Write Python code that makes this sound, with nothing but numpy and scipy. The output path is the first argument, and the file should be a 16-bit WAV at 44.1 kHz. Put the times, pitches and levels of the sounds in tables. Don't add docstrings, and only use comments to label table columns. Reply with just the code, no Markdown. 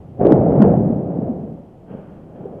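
import sys
import numpy as np
from scipy import signal
from scipy.fft import rfft, irfft
from scipy.io import wavfile
from scipy.ndimage import uniform_filter1d, minimum_filter1d

SR = 44100
rng = np.random.default_rng(int(sys.argv[2]) if len(sys.argv) > 2 else 0)


def transcribe(u):
    v = np.clip(np.atleast_2d(u).T, -1, 1)
    q = np.round(v * 32767).astype(np.int16)
    wavfile.write(sys.argv[1], SR, q)


def level_to_linear(level):
    exponent = np.asarray(level, float) / 20
    return 10 ** exponent


N = 114660

# pitch_hz, level_db
TREMOR_SPECTRUM = [(20, -25.5), (60, 4.5), (125, 9.5), (200, -1), (300, -46.5), (900, -100)]
# pitch_hz, level_db
RUMBLE_SPECTRUM = [(20, -6.5), (200, -3), (750, -9.5), (950, -18.5), (1600, -33), (3200, -38.5),
                   (3700, -47), (9000, -56.5)]
# time_s, force_db, brightness_db (of the upper roar)
ERUPTION_FORCE = [(0, -48, -30), (0.17, -42, -3), (0.211, -18, -0.5), (0.301, -12.5, 5), (.4, -15.5, -3),
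                  (0.572, -17, -1), (.65, -9, -2), (.78, -15, -9), (1.038, -24.5, -5.5),
                  (1.238, -25.5, -4.5), (1.501, -31.5, -8.5), (1.702, -49.5, -5.5), (1.87, -46.5, -7),
                  (1.909, -36, -3), (1.975, -37, -1), (2.03, -41, -7.5), (2.3, -42.5, -9),
                  (2.408, -39, 1.5)]
# pitch_hz, level_db
BOOM_SPECTRUM = [(20, -55), (60, -16), (120, -6), (190, -2), (260, -8.5), (400, -18), (700, -43),
                 (2500, -130)]
# pitch_hz, level_db
ROAR_SPECTRUM = [(120, -40), (300, -10.5), (480, -5), (720, -9.5), (1000, -28), (1400, -37.5), (3200, -63),
                 (7000, -125)]
# centre_s, peak_db, pitch_hz, length_cycles
SLOPE_ECHOES = [(0.212, -13.5, 420, 4.4), (.2985, -7.5, 230, 1.34), (.345, -8.5, 142.6, 4.4),
                (.59, -8, 144.5, 5.6), (0.646, -9, 152.5, 1.8), (0.671, -8.5, 190, 3.6),
                (0.746, -7.5, 200, 3.7), (.775, -5.5, 194, 2.6), (.865, -11.5, 170, 3.9),
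                (0.904, -5, 250, 1.12), (0.963, -9.5, 200, 1.76), (1.115, -22, 170, 2.2),
                (1.19, -11, 220, 1.8), (1.231, -11, 220, 2), (1.3, -13, 245, 5.7), (1.374, -29, 180, 5.8),
                (1.44, -18, 225, 2.2), (1.511, -28.5, 190, 1.06), (1.548, -27, 190, 3),
                (1.912, -27, 170, 2.5), (1.952, -22, 200, 1.9), (2.412, -28.5, 140, 1.8),
                (2.458, -20.5, 420, 3.8), (.505, -11, 580, 1.1), (.537, -20.5, 652, 3),
                (.742, -9, 600, 2.7), (.778, -14, 648, 3), (1.132, -27, 600, 5.2), (1.283, -19.5, 623, 4.8)]
# centre_s, peak_db, pitch_hz, length_cycles
OVERLOADS = [
    (.2546, 1, 380, 1.8),
    (.2699, .6, 480, 2.2),
    (.3139, .5, 300, 1.7),
    (.3232, 2.6, 400, 1.7),
    (.3299, .7, 260, 1.7),
    (.6042, .3, 240, 1.8),
    (.6233, .3, 208, 4.5),
    (.62, -8.5, 600, 3),
    (.6249, -8.5, 560, 3),
    (.6326, -4.4, 330, 1.8),
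]
# start_s, level_db, rise_s, fall_db_per_s
GAS_JETS = [
    (1.86, -51.5, 0.048, 35),
    (2.33, -60.5, 0.027, 30),
]
# pitch_hz, level_db
JET_SPECTRUM = [(400, -2.5), (900, 1), (1500, -0.5), (2100, -13.5), (3200, -15), (3900, -48.5)]
# pitch_hz, level_db
HISS_SPECTRUM = [(100, 0), (8000, 0.5), (13500, -3.5)]


def evened(x):
    return x / np.sqrt(np.mean(x ** 2) + 1e-20)


def coloured(x, spectrum):
    point_hz, level_db = np.transpose(spectrum)
    hz = np.fft.rfftfreq(N, 1 / SR)
    gain_db = np.interp(np.log(hz + 1), np.log(point_hz), level_db)
    return irfft(rfft(x) * level_to_linear(gain_db), N)


def steadied(x):
    even = evened(x)
    power = uniform_filter1d(uniform_filter1d(even ** 2, size=2000), size=2000)
    return even / np.sqrt(power + 1e-3)


def drift(per_s):
    t = np.arange(N) / SR
    phases = rng.random(24)
    rates_hz = np.geomspace(1 / 4, 1, 24) * per_s
    return evened(sum(np.sin(2 * np.pi * (f * t + p)) for f, p in zip(rates_hz, phases)))


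def tremor():
    level_db, end_s, fall_db_per_s = -39, 0.16, 9
    late_s = np.maximum(np.arange(N) / SR - end_s, 0)
    shaking = steadied(coloured(rng.standard_normal(N), TREMOR_SPECTRUM))
    return level_to_linear(level_db - fall_db_per_s * late_s) * shaking


def rumble():
    level_db = -45.5 + 0.51 * drift(2)
    return level_to_linear(level_db) * evened(coloured(rng.standard_normal(N), RUMBLE_SPECTRUM))


def arrivals():
    fronts_per_s, spread_db, haze_level = 2500, 1.5, 0.6
    hit = rng.random(N) < fronts_per_s / SR
    size = np.minimum(rng.exponential(1, N), 4)
    sign = rng.choice([-1., 1.], N)
    haze = rng.standard_normal(N)
    return evened(hit * sign * level_to_linear(spread_db * size)) + haze_level * haze


def fronts(rows):
    centre_s, peak_db, hz, cycles = np.transpose(rows)[:, :, None]
    t = np.arange(N) / SR - centre_s
    bell = np.exp(-(2.2 * t * hz / np.maximum(cycles, 1.7)) ** 2)
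    swings = -(level_to_linear(peak_db) * bell * np.cos(2 * np.pi * hz * t)).sum(0)
    cover = 1 - (1 - np.sqrt(bell)).prod(0)
    return swings, cover


def roll():
    time_s, force_db, bright_db = np.transpose(ERUPTION_FORCE)
    t = np.arange(N) / SR
    shared = arrivals()
    lumps = drift(49)
    boom = steadied(coloured(shared, BOOM_SPECTRUM)) * level_to_linear(0.4 * lumps)
    roar = steadied(coloured(shared + 0.38 * arrivals(), ROAR_SPECTRUM))
    roar = roar * level_to_linear(np.interp(t, time_s, bright_db) + 0.73 * lumps)
    echoes, cover = fronts(SLOPE_ECHOES)
    blast = boom * (1 - 0.28 * cover) + roar
    return blast * level_to_linear(np.interp(t, time_s, force_db)) + echoes


def jets():
    start_s, level_db, rise_s, fall_db_per_s = np.transpose(GAS_JETS)[:, :, None]
    t = np.arange(N) / SR - start_s
    fall_db = fall_db_per_s * np.maximum(t - rise_s, 0)
    shape = np.clip(t / rise_s, 0, 1) * level_to_linear(level_db - fall_db)
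    return shape.sum(0) * evened(coloured(rng.standard_normal(N), JET_SPECTRUM))


def held(x):
    ceiling_db, window = -3, 661
    gain = np.minimum(level_to_linear(ceiling_db) / (abs(x) + 1e-9), 1)
    lowest_gain = minimum_filter1d(gain, size=window)
    return x * signal.oaconvolve(lowest_gain - 1, np.hanning(window) / 330, "same") + x


def scene():
    low_cut_hz, split_hz, masking = 42.6, 800, 0.95
    swings, cover = fronts(OVERLOADS)
    bass_cut = signal.butter(2, low_cut_hz, "high", fs=SR, output="sos")
    rest = held(signal.sosfilt(bass_cut, roll() + tremor()) + jets() + rumble())
    low = signal.sosfiltfilt(signal.butter(4, split_hz, fs=SR, output="sos"), rest)
    return (rest - masking * cover * low + swings)[None]


def roll_off(x):
    return signal.sosfilt(signal.butter(12, 14100, fs=SR, output="sos"), x)


def record(dry):
    edge_s, hiss_db = 0.004, -78
    t = np.arange(N) / SR
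    edges = np.sin(np.pi / 2 * np.clip(np.minimum(t, t[-1] - t) / edge_s, 0, 1)) ** 2
    hiss = level_to_linear(hiss_db) * coloured(rng.standard_normal(N), HISS_SPECTRUM)
    mix = np.clip(edges * dry + hiss, -1, 1)
    return roll_off(mix)


dry = scene()
out = record(dry)
transcribe(out)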